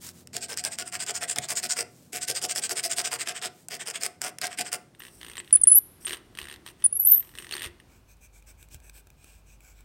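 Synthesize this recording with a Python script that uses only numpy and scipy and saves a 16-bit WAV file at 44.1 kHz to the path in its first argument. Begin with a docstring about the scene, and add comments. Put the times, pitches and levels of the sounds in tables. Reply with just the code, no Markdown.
"""Close up in a small workshop, a metal file rasps to and fro over a dowel clamped in a wooden vice:
its teeth crush and snag the fibres and shake the vice, while a faint machine drone recedes.
From about 5 s a drill bit is twisted slowly into a dowel. It sticks and slips in creaking ticks and
squeals near 10-14 kHz as it binds; the bench takes a few soft bumps. Last, from about 8 s, a small
bit is twirled in the hole by hand, scratching faintly over a low hum."""
import sys
import numpy as np
from scipy import signal
from scipy.fft import rfft, irfft
from scipy.io import wavfile
from scipy.ndimage import uniform_filter1d

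SR = 44100
rng = np.random.default_rng(int(sys.argv[2]) if len(sys.argv) > 2 else 0)


def materialize(psi):
    """Save the field psi as 16-bit PCM at rate SR to the path in sys.argv[1].

    A 1-D psi becomes a single channel; in a 2-D psi each row is a channel.
    """
    bounded = np.clip(np.atleast_2d(psi).T, -1, 1)
    quanta = np.round(bounded * 32767).astype(np.int16)
    wavfile.write(sys.argv[1], SR, quanta)


N = 433943
T = np.arange(N) / SR

# To-and-fro cycles of the file. Each row: start and length of the push in seconds, push level in dB,
# return level in dB (None where the file lifts off).
FILE_CYCLES = [(.331, 0.062, -48, -47), (.484, 0.066, -44.5, -45), (.636, .056, -40.5, -48.5),
               (.78, 0.057, -42, -51.5), (.92, 0.057, -40.5, -42.5), (1.063, 0.061, -38.5, -44),
               (1.208, 0.053, -38, -42.5), (1.358, 0.041, -41.5, -46), (1.484, 0.055, -38, -42),
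               (1.626, 0.049, -40, -41), (1.761, 0.069, -37.5, None), (2.125, 0.068, -41, -44.5),
               (2.274, 0.055, -38, -42.5), (2.415, 0.054, -40, -41), (2.551, 0.052, -40.5, -41),
               (2.694, .046, -39.5, -40.5), (2.83, 0.051, -38.5, -39), (2.963, .06, -37.5, -38),
               (3.11, .062, -38, -38), (3.258, 0.071, -38.5, -42), (3.415, 0.071, -38, None),
               (3.702, 0.076, -43.5, -42.5), (3.858, 0.063, -41.5, -40.5), (4.003, 0.08, -41, None),
               (4.212, 0.094, -40, None), (4.412, 0.073, -37, -45.5), (4.575, .057, -36.5, -47),
               (4.717, 0.052, -38.5, None)]
# Turns of the drill, each a run of slips. Each row: start and end in seconds, slips per second,
# then the levels of the first slip, the last slip and the dust in dB.
DRILL_TURNS = [(5.003, 5.083, 65, -39, -45, -58), (5.11, 5.206, 40, -73, -56, -58),
               (5.213, 5.3337, 57, -38, -39, -59.5), (5.446, 5.571, 32, -50.5, -39.5, -61),
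               (5.654, 5.775, 53, -47.5, -47.5, -64), (6.02, 6.049, 36, -56, -39, -53.5),
               (6.0686, 6.1466, 78, -28.5, -33, -49), (6.374, 6.455, 72, -35.5, -39, -63),
               (6.4707, 6.5402, 72, -38, -38.5, -79), (6.6635, 6.7004, 76, -34.5, -44, -55.5),
               (6.801, 6.846, 43, -50.5, -38.5, -66), (7.07, 7.338, 45, -44, -51.5, -62.5),
               (7.3534, 7.4913, 43, -40, -39.5, -55.5), (7.5098, 7.609, 68, -30, -34, -57),
               (7.6212, 7.6705, 100, -28, -34.5, -61)]


def filing():
    """The deeper the teeth bite, the coarser the rasp and the lower and harder the vice shakes."""
    # Colours of cutting teeth, sliding teeth and the dowel. Each row: frequency in Hz, level in dB.
    cutting = [(200, -44), (3400, -23), (4300, -7.5), (5100, 4), (5600, -2), (6400, -4), (7100, -3),
               (8400, 2.5), (9200, -4), (9700, -10), (10400, -3), (11100, -12), (11650, -5), (12600, -21),
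               (15600, -14)]
    sliding = [(200, -122), (3400, -10.5), (4300, -2.5), (5000, 4.5), (6200, -1), (7200, 7.5), (8450, 10),
               (9100, 3), (9800, -22), (10600, -13), (14000, -18), (15600, -17)]
    dowel = [(60, -49), (500, -20), (950, -10), (1300, -3.5), (1420, -6.5), (1520, 5.5), (1620, -4.5),
             (1720, 0.5), (2400, 0), (3300, -2), (4000, -12), (5000, -35)]
    # Modes of the vice and bench. Each row: frequency in Hz, level in dB, ring time in seconds.
    vice_modes = [(150.5, -12, 0.23), (243, -15.5, 0.091), (315.3, -10.5, 0.12), (374.6, -5, 0.08),
                  (412, -4.5, 0.074), (466, -6, 0.069), (546.5, -8, 0.09), (624, -3, 0.067), (684, 2, 0.11),
                  (722.7, 3.5, 0.16), (838, -7, 0.043)]
    # A tooth catches hard and tears a fibre. Each row: time in seconds, strength in dB.
    catches = [(0.0897, -26.5), (0.2728, -31), (0.3661, -12), (0.5736, -17.5), (0.6394, -19),
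               (0.6499, -11.5), (0.7866, -15), (1.0645, -25), (1.3598, -17), (1.3853, -7.5),
               (2.2842, -12.5), (2.56, -17), (2.6943, -17), (3.685, -20.5), (4.0344, -12.5),
               (4.0632, -12.5), (4.2168, -13.5), (4.3854, -23), (4.4149, -15.5), (4.4692, -17.5),
               (4.6109, -14.5), (4.7292, -12.5)]
    out, vice = np.zeros((2, N))
    lead_s = .004  # the file touches just before it gets up to speed
    for start, end, bite, teeth_db, dowel_db, vice_db in file_strokes():
        force = rasp(start, end, tooth_hz=600 * np.exp(-.5 * bite), scatter_db=5, grit_db=-1 - 3.7 * bite,
                     crush_s=.0038, power=1.15 * np.exp(-.55 * bite), lead_s=lead_s)
        steel = shifted(blend(sliding, cutting, bite), spread=.014, uneven_db=2.5)
        wood = shifted(dowel, spread=.045, uneven_db=2)
        modes = [(hz, db + 2 * (bite - .5) * np.log2(700 / hz) + 2 * rng.standard_normal(), t60)
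                 for hz, db, t60 in vice_modes]
        add(out, start - lead_s, amp(teeth_db) * signal.fftconvolve(force, steel))
        add(out, start - lead_s, amp(dowel_db) * signal.fftconvolve(force, wood))
        add(vice, start - lead_s, amp(vice_db + 9.5 * bite) * signal.fftconvolve(force, ring(modes)))
    snaps = cracks(catches + snags(), t60=.0097, splinters=.69)
    caught = amp(10.5) * through(snaps, colour(cutting)) + amp(.5) * through(snaps, colour(dowel))
    vice += amp(-8) * through(snaps, ring(vice_modes))
    jam_s, shove = 1.383, swell(int(.0065 * SR), power=2.3)  # once the file jams and shoves the vice
    add(vice, jam_s, amp(-31) * signal.fftconvolve(shove, ring(vice_modes)))
    low_cut = signal.butter(4, 110, "high", fs=SR, output="sos")  # a small vice radiates no deep bass
    return out + caught + signal.sosfilt(low_cut, vice)


def file_strokes():
    """Pushes dig in, returns slide back. 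Yields start, end, bite and teeth, dowel and vice levels."""
    # How the file is held. Each row: time in seconds, bite of the push from 0 to 1, then three
    # offsets from the dowel's level in dB: teeth on the push, teeth on the return, vice.
    hold = [(.35, 0.56, 6.5, 10.5, -6), (.9, 0.44, 5, 8.5, -13), (1.23, 0.39, 2, 11.5, -8),
            (1.38, 0.96, -1, 6.5, -9), (1.52, 0.85, 6.5, 13.5, -11), (2.15, 0.93, 5, 10.5, -12.5),
            (2.5, 0.89, 9.5, 10, -9), (2.98, .9, 8, 6.5, -10), (3.3, .92, 0.5, 0.5, -15),
            (4.0, .9, 5.5, 2, -13.5), (4.45, 0.93, 0, -2, -13), (4.75, 0.94, 4.5, 12, -11.5)]
    turn_s, restart_s = .015, .016  # rests before the return and before the next push
    return_bite = .15
    for k, (start, length, push_db, return_db) in enumerate(FILE_CYCLES):
        end = start + length
        bite, push_teeth_db, return_teeth_db, vice_db = curve(hold, start + length / 2)
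        yield start, end, bite, push_db + push_teeth_db, push_db, push_db + vice_db
        if return_db is not None:
            next_push = FILE_CYCLES[k + 1][0]
            yield (end + turn_s, next_push - restart_s, return_bite,
                   return_db + return_teeth_db, return_db, return_db + vice_db)


def snags():
    """Somewhere in every push a tooth snags a fibre. Returns times and strengths."""
    over_push_db, scatter_db = 17.5, 2.5
    chance = rng.uniform(-1, 1, (len(FILE_CYCLES), 2))
    return [(start + length * (.5 + .35 * place), db + over_push_db + scatter_db * size)
            for (start, length, db, _), (place, size) in zip(FILE_CYCLES, chance)]


def brushing():
    """As it is placed for a bout, the file skims the wood without cutting."""
    # Light touches. Each row: start and end in seconds, level in dB.
    touches = [(0, 0.116, -45), (0.116, 0.24, -58), (1.85, 2.135, -63.5), (3.501, 3.67, -63)]
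    # Their colour. Each row: frequency in Hz, level in dB.
    skim = [(400, -9), (1500, -4), (4000, -1.5), (8500, 3), (10000, -1.5), (15500, -4)]
    out = np.zeros(N)
    for start, end, db in touches:
        force = rasp(start, end, tooth_hz=592, scatter_db=14, grit_db=8,
                     crush_s=.0016, power=.99, lead_s=.009)
        add(out, start, amp(db) * force)
    return through(out, colour(skim))


def creaking():
    """Each slip of the bit knocks the wood and, if hard, rings the steel; dust grinds in between."""
    # Single jolts of the bit in the hole. Each row: time in seconds, strength in dB.
    jolts = [(4.9496, -53), (5.355, -37.5), (5.3697, -34), (5.38, -35), (5.401, -33.5), (6.0764, -32.5),
             (6.131, -27), (6.1697, -39.5), (6.3512, -41.5), (6.3879, -31), (6.561, -46.5), (7.3857, -31.5),
             (7.5245, -32.5), (7.644, -32), (7.8005, -48)]
    # Colours of creaking wood and of dust hissing on steel. 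Each row: frequency in Hz, level in dB.
    creak = [(220, -17.5), (350, -10), (460, -14.5), (800, -11.5), (1100, -3.5), (1450, -5.5), (1650, -0.5),
             (1860, 5), (2300, -4.5), (2900, 2.5), (3500, -1), (3900, -3), (4800, -9.5), (7400, -14.5),
             (9300, -5.5), (10600, -22), (15500, -31.5)]
    hiss = [(3500, -18.5), (5700, -2), (6900, -15.5), (8000, 1.5), (8750, 3), (10000, -4), (10800, -12.5),
            (11850, -4), (12400, -11), (13500, -7), (15500, -11.5)]
    # Modes of the bit and chuck, and of the clamped dowel, which hums on between slips.
    # Each row: frequency in Hz, level in dB, ring time in seconds.
    bit_modes = [(8620, 3.5, 0.036), (9340, -3, 0.015), (9700, -16.5, 0.076), (11850, -8.5, .09),
                 (12940, -6.5, .04), (13060, -9.5, .04), (14220, -15, .05), (15180, -13.5, .04)]
    dowel_modes = [(328, -3, 0.16), (349.7, 0, 0.18), (380.6, -4.5, .1)]
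    ticks = jolts + list(slips())
    wood = amp(19.5) * cracks(ticks, t60=.008, splinters=.36)
    wood += amp(13) * cracks(ticks, t60=.05, splinters=1)
    accented = [(s, db + .2 * (db + 33)) for s, db in ticks]
    steel = amp(13) * cracks(accented, t60=.008, splinters=.36)
    dust = np.zeros(N)
    margin_s = .016  # the bit grinds a little before and after it creaks
    for start, end, _, first_db, last_db, dust_db in DRILL_TURNS:
        force = rasp(start - margin_s, end + margin_s, tooth_hz=504, scatter_db=3, grit_db=0,
                     crush_s=.003, power=.46, lead_s=.004)
        grind_db = -55 + 1.1 * ((first_db + last_db) / 2 + 34.5)  # harder slips, louder grinding
        add(wood, start - margin_s, amp(grind_db) * force)
        add(dust, start - margin_s, amp(dust_db) * force * amp(2 * walk(40, len(force))))
    body = through(wood, colour(creak)) + amp(-15.5) * through(wood, ring(dowel_modes))
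    return body + through(steel, ring(bit_modes)) + through(dust, colour(hiss))


def slips():
    """The bit sticks and slips almost evenly, softer at a turn's ends. Yields times and strengths."""
    jitter_s, ease_db = .0008, 1.5
    chances = rng.standard_normal((len(DRILL_TURNS), 40, 2))
    for (start, end, rate, first_db, last_db, _), chance in zip(DRILL_TURNS, chances):
        progress = np.linspace(0, 1, round((end - start) * rate) + 1)
        for along, (late, scatter_db) in zip(progress, chance):
            db = first_db + along * (last_db - first_db) - ease_db * (2 * along - 1) ** 2
            yield start + along * (end - start) + jitter_s * late, db + scatter_db


def squealing():
    """Fast stick-slip sings wavering tones; up high it keeps losing grip, sags and rings the chuck."""
    # Short squeaks. Each row: start and end in seconds, first and last pitch in Hz, level in dB.
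    squeaks = [(4.994, 5.0, 13910, 13800, -45), (5.384, 5.405, 7100, 8800, -39),
               (5.527, 5.545, 9750, 9900, -10.5), (5.55, 5.561, 9450, 10080, -10.5),
               (5.614, 5.62, 9880, 9850, -19.5), (5.635, 5.641, 8890, 8820, -10),
               (6.053, 6.062, 9070, 8800, -28.5), (6.841, 6.865, 10000, 9400, -13.5),
               (6.926, 6.933, 10440, 10110, -22), (7.05, 7.06, 10150, 10100, -16.5),
               (7.13, 7.153, 11850, 11850, -15), (7.531, 7.543, 4100, 4700, -34.5)]
    # Two long squeals that climb as the bit binds, one curve each.
    # Each row of a curve: time in seconds, pitch in Hz, level in dB.
    squeals = [
        [(5.672, 9950, -7.5), (5.69, 10000, -9.5), (5.697, 10000, -20), (5.713, 10000, -15),
         (5.717, 10000, -4.5), (5.735, 10030, -14.5), (5.748, 10050, -13), (5.752, 11400, -13.5),
         (5.77, 11600, -13.5), (5.788, 11900, -9)],
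        [(6.937, 10950, -33.5), (6.972, 11360, -24), (6.984, 11130, -46), (6.998, 11500, -22),
         (7.028, 12100, -23), (7.055, 11400, -28), (7.063, 13100, -12.5), (7.1, 13300, -18.5),
         (7.115, 13900, -13), (7.165, 12700, -21), (7.212, 13400, -33)],
    ]
    # Modes of the chuck. Each row: frequency in Hz, level in dB, ring time in seconds.
    chuck_modes = [(8630, -1.5, .03), (10050, -1.5, .0698), (10440, -6.5, .036), (11780, -1, .066),
                   (13200, -7, .06), (13500, -10, .0594), (14160, -5.5, .035)]
    tone, screech = np.zeros((2, N))
    attack_s, grip_losses_per_s = .0024, 71
    glides = [[(start, first_hz, db), (end, last_hz, db)] for start, end, first_hz, last_hz, db in squeaks]
    for rows in glides + squeals:
        start = rows[0][0] - attack_s / 2
        length = max(rows[-1][0] - rows[0][0], attack_s) + attack_s
        count = int(length * SR)
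        hz, db = curve(rows, start + T[:count])
        rough = np.interp(hz, [11900, 13000], [.2, 1])
        twist = np.cumsum(grip_losses_per_s * np.exp(.3 * walk(90, count))) / SR % 1
        sag = uniform_filter1d(twist ** 4, size=48)  # droops ever faster until the bit grips again
        sag_depth = np.interp(hz, [10100, 11200, 13000], [.01, .06, .11])
        waver = .004 * walk(450, count) + rough * (.02 + .012 * walk(130, count))
        whistle = np.sin(2 * np.pi * np.cumsum(hz * (1 + waver - sag_depth * sag)) / SR)
        flutter = amp(4 * walk(310, count) - 4 * sag)
        grip = amp(db) * unit(signal.windows.tukey(count, 2 * attack_s / length) * flutter)
        add(tone, start, grip * unit(whistle))
        add(screech, start, rough * grip * unit(whistle * walk(1800, count)))
    direct = amp(-.55) * tone + amp(-10) * screech
    chuck = through(amp(-24) * tone + amp(-5.5) * screech, ring(chuck_modes))
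    return signal.sosfilt(signal.butter(4, [3500, 15000], "band", fs=SR, output="sos"), direct + chuck)


def twirling():
    """The hand-held bit scrapes dust from the hole, each twist at a slightly new angle."""
    # Twists of the bit. Each row: start and end in seconds, level in dB.
    twists = [(7.868, 8.018, -68.5), (8.072, 8.148, -63.5), (8.202, 8.278, -60), (8.32, 8.413, -63),
              (8.458, 8.527, -56.5), (8.569, 8.664, -63), (8.699, 8.772, -55.5), (8.814, 8.913, -61.5),
              (8.925, 9.016, -56.5), (9.158, 9.425, -63.5), (9.445, 9.576, -65), (9.598, 9.753, -62),
              (9.735, 9.84, -67)]
    # Colours of the scratch and of the wood under it. Each row: frequency in Hz, level in dB.
    scratch = [(3000, -20), (4300, -5.5), (5200, -1), (6100, 4.5), (7000, -2.5), (8100, 8.5), (9000, -4.5),
               (11500, -4.5), (15500, -3.5)]
    wood = [(500, 2.5), (1200, -9), (1600, 6.5), (1950, -9.5), (2380, 12.5), (2900, -2.5), (3800, 0.5),
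            (5500, -20)]
    # Crumbs snap under the bit. Each row: time in seconds, strength in dB.
    crumbs = [(8.1694, -56), (8.4244, -48.5), (8.6277, -38), (8.6867, -46.5), (8.745, -30), (8.8019, -48),
              (8.8966, -35), (9.071, -43), (9.1025, -40.5), (9.2434, -37), (9.6058, -45), (9.8066, -45)]
    out = np.zeros(N)
    for start, end, db in twists:
        force = rasp(start, end, tooth_hz=673, scatter_db=1, grit_db=3.5,
                     crush_s=.0028, power=1, lead_s=.0023)
        wood_db = -65.5 + .6 * (db + 62.5)  # the wood swells less than the scratch
        add(out, start, amp(db) * signal.fftconvolve(force, shifted(scratch, .025, uneven_db=3)))
        add(out, start, amp(wood_db) * signal.fftconvolve(force, shifted(wood, .025, uneven_db=2.5)))
    snaps = cracks(crumbs, t60=.01, splinters=.42)
    return out + amp(10) * through(snaps, colour(scratch)) + amp(9.5) * through(snaps, colour(wood))


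def bench_bumps():
    """The heavy bench answers a nudge with a dull thud."""
    # Soft nudges. Each row: time in seconds, strength in dB.
    nudges = [(6.421, -40), (7.66, -36), (7.69, -45), (8.746, -38)]
    # Modes of the bench. Each row: frequency in Hz, level in dB, ring time in seconds.
    bench_modes = [(47.6, -14, .15), (74.4, -2, .13), (125, -5, .05)]
    push = np.zeros(N)
    for s, db in nudges:
        add(push, s, amp(db) * unit(swell(int(.008 * SR), power=2)))
    return amp(-24.5) * through(push, ring(bench_modes))


def machine_drone():
    """The wavering tones of a faint machine recede while the filing goes on."""
    # Tones of the drone. Each row: frequency in Hz, opening level in dB.
    partials = [(86, -65.5), (129, -65), (172, -63), (215, -68), (247.6, -61), (344.5, -67.5)]
    tones = np.zeros(N)
    for hz, db in partials:
        level = amp(db + 2 * walk(9))
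        phase = 2 * np.pi * np.cumsum(hz * (1 + .011 * walk(13))) / SR
        tones += level * unit(np.sin(phase))
    return tones * amp(np.interp(T, [0, 1.4, 2.1, 4.7, 5.3], [0, -3.5, -5, -51, -44.5]))


def workshop_air():
    """Soft room tone whose colour crossfades from one job to the next."""
    # Colours of the air during each job. Each row: frequency in Hz, level in dB.
    filing_air = [(30, -45), (55, -24), (85, 0), (150, 2), (260, -1), (700, -11), (1000, -19), (2800, -29),
                  (5200, -27), (8500, -28), (11000, -35), (16000, -37)]
    drilling_air = [(20, -20), (50, 0), (100, 0), (200, -5), (345, -4), (500, -13), (1000, -17),
                    (1900, -21), (5500, -27), (7500, -31), (8800, -26), (10500, -33), (16000, -37)]
    twirling_air = [(18, -15), (30, -22), (66, 2.5), (287, -17.5), (844, -20.5), (1250, -26), (1630, -27),
                    (1860, -32), (2410, -25), (3140, -31.5), (14000, -38), (16000, -38)]
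    to_drill, to_twirl = np.interp(T, [4.8, 5.3], [0, 1]), np.interp(T, [7.6, 8.1], [0, 1])
    jobs = [(filing_air, amp(-58.5) * np.sqrt(1 - to_drill)),
            (drilling_air, amp(-57) * np.sqrt(to_drill * (1 - to_twirl))),
            (twirling_air, amp(-60) * np.sqrt(to_twirl))]
    air = sum(gain * through(rng.standard_normal(N), colour(points)) for points, gain in jobs)
    return air * amp(.7 * walk(8.1))


def low_hum():
    """A hum wavering around 49 Hz creeps in under the drilling and stays to the end."""
    # Its rise. Each row: time in seconds, level in dB.
    rise = [(4.5, -105), (4.9, -93), (5.3, -78), (7.7, -65), (8.0, -63), (8.7, -55), (9.8, -55)]
    phase = 2 * np.pi * np.cumsum(49 + 2 * walk(4.3)) / SR
    hum = unit(np.sin(phase) * amp(2.7 * walk(9)))
    return hum * amp(curve(rise, T)[0])


def room(x, t60, wet_db, treble_db):
    """A diffuse tail from the nearby walls, arriving after 5 ms."""
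    decay = fade(t60)
    tail = decay * rng.standard_normal(2 * SR)[:len(decay)]
    tail[:int(.005 * SR)] = 0
    tail = signal.fftconvolve(tail, colour([(200, 12.5), (1500, 5), (8000, -7.5), (12000, treble_db)]))
    return amp(wet_db) * through(x, tail / np.linalg.norm(tail))


def rasp(start, end, tooth_hz, scatter_db, grit_db, crush_s, power, lead_s):
    """Force of one stroke: teeth strike at a rate set by hand speed, crushing fibres, over fine grit."""
    count = int(max(end - start + lead_s, .01) * SR)
    speed = swell(count, power)
    teeth_passed = np.cumsum(tooth_hz * np.sqrt(speed) * np.exp(.35 * walk(300, count))) / SR
    at = np.flatnonzero(np.diff(np.floor(teeth_passed)))
    strikes = np.zeros(count)
    strikes[at] = amp(scatter_db * np.clip(rng.standard_normal(len(at)), -1.5, 1.5))
    crush = signal.fftconvolve(strikes, fade(crush_s))[:count] * rng.standard_normal(count)
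    grit = amp(grit_db + 2 * walk(900, count)) * rng.standard_normal(count)
    return unit(speed * (unit(crush) + grit))


def cracks(events, t60, splinters):
    """For each time and strength, one sharp snap and a short spray of splinters."""
    snaps = np.zeros(N)
    for s, db in events:
        add(snaps, s, amp([db]))
    spray = splinters * fade(t60)
    return (snaps + through(snaps, spray) * rng.standard_normal(N)) / np.sqrt(1 + np.sum(spray ** 2))


def swell(count, power):
    """Speed of a hand stroke, from rest to rest."""
    return np.sin(np.pi * (np.arange(count) + .5) / count) ** power


def ring(modes):
    """A struck body's response: decaying sines, with unit energy in all."""
    t = T[:SR // 5]
    response = np.zeros(len(t))
    for hz, db, t60 in modes:
        decay = amp(db) / np.sqrt(t60) * np.exp(-np.log(1000) * t / t60)
        response += decay * np.sin(2 * np.pi * hz * t + rng.uniform(0, 2 * np.pi))
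    return response / np.linalg.norm(response)


def colour(points, size=4096):
    """Minimum-phase response of unit energy that follows an EQ curve."""
    hz, db = np.transpose(sorted(map(tuple, points)))
    bins_hz = np.maximum(np.fft.rfftfreq(size, 1 / SR), 1)
    cepstrum = irfft(np.log(amp(np.interp(np.log(bins_hz), np.log(hz), db))))
    cepstrum[1:size // 2] *= 2
    cepstrum[size // 2 + 1:] = 0
    response = irfft(np.exp(rfft(cepstrum)))
    return response / np.linalg.norm(response)


def shifted(points, spread, uneven_db):
    """The same colour from a new contact point: resonances move a little and change their balance."""
    hz, db = np.transpose(points)
    hz = hz * np.exp(spread * rng.standard_normal())
    db = db + uneven_db * rng.standard_normal(len(db))
    return colour(zip(hz, db))


def blend(first, second, share):
    """Morph one EQ curve the given share of the way into another."""
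    curves = np.transpose(first), np.transpose(second)
    hz = np.union1d(curves[0][0], curves[1][0])
    from_db, to_db = (np.interp(np.log(hz), np.log(f), db) for f, db in curves)
    return np.transpose([hz, from_db + share * (to_db - from_db)])


def curve(rows, s):
    """The columns of a control curve at time s."""
    times, *columns = np.transpose(rows)
    return [np.interp(s, times, column) for column in columns]


def walk(rate, count=N):
    """Random wandering with rate turns a second, spread near 1."""
    at = np.arange(count) * rate / SR
    knots = rng.standard_normal(int(at[-1]) + 2)
    return np.interp(at, np.arange(len(knots)), knots)


def fade(t60):
    """An exponential decay, 60 dB long."""
    return np.exp(-np.log(1000) * T[:int(t60 * SR) + 2] / t60)


def through(x, response):
    """Play a track through a response."""
    return signal.fftconvolve(x, response)[:N]


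def add(track, s, x):
    """Mix x into the track from time s."""
    i = max(int(s * SR), 0)
    track[i:i + len(x)] += x[:N - i]


def amp(db):
    """Gain from decibels."""
    return 10 ** (np.asarray(db) / 20)


def unit(x):
    """Scale to an RMS of 1."""
    return x / np.sqrt(np.mean(x ** 2) + 1e-20)


def scene():
    """The three jobs, one after another, in a small room."""
    work = filing() + brushing() + creaking() + twirling()
    squeal = squealing()
    walls = room(work, t60=.33, wet_db=-16, treble_db=-6.5)
    walls += room(squeal, t60=.49, wet_db=-18.5, treble_db=-13.5)
    background = bench_bumps() + machine_drone() + workshop_air() + low_hum()
    return (work + squeal + walls + background)[None]


def record(dry):
    """An oversampled soft clip rounds only the loudest peaks; a steep low-pass cuts the top."""
    ceiling, top_hz = .8, 15900
    fine = signal.resample_poly(dry, 4, 1, axis=1)
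    rounded = signal.resample_poly(fine / (1 + (fine / ceiling) ** 6) ** (1 / 6), 1, 4, axis=1)
    return signal.sosfilt(signal.ellip(10, .2, 80, top_hz, fs=SR, output="sos"), rounded)


dry = scene()
out = record(dry)
materialize(out)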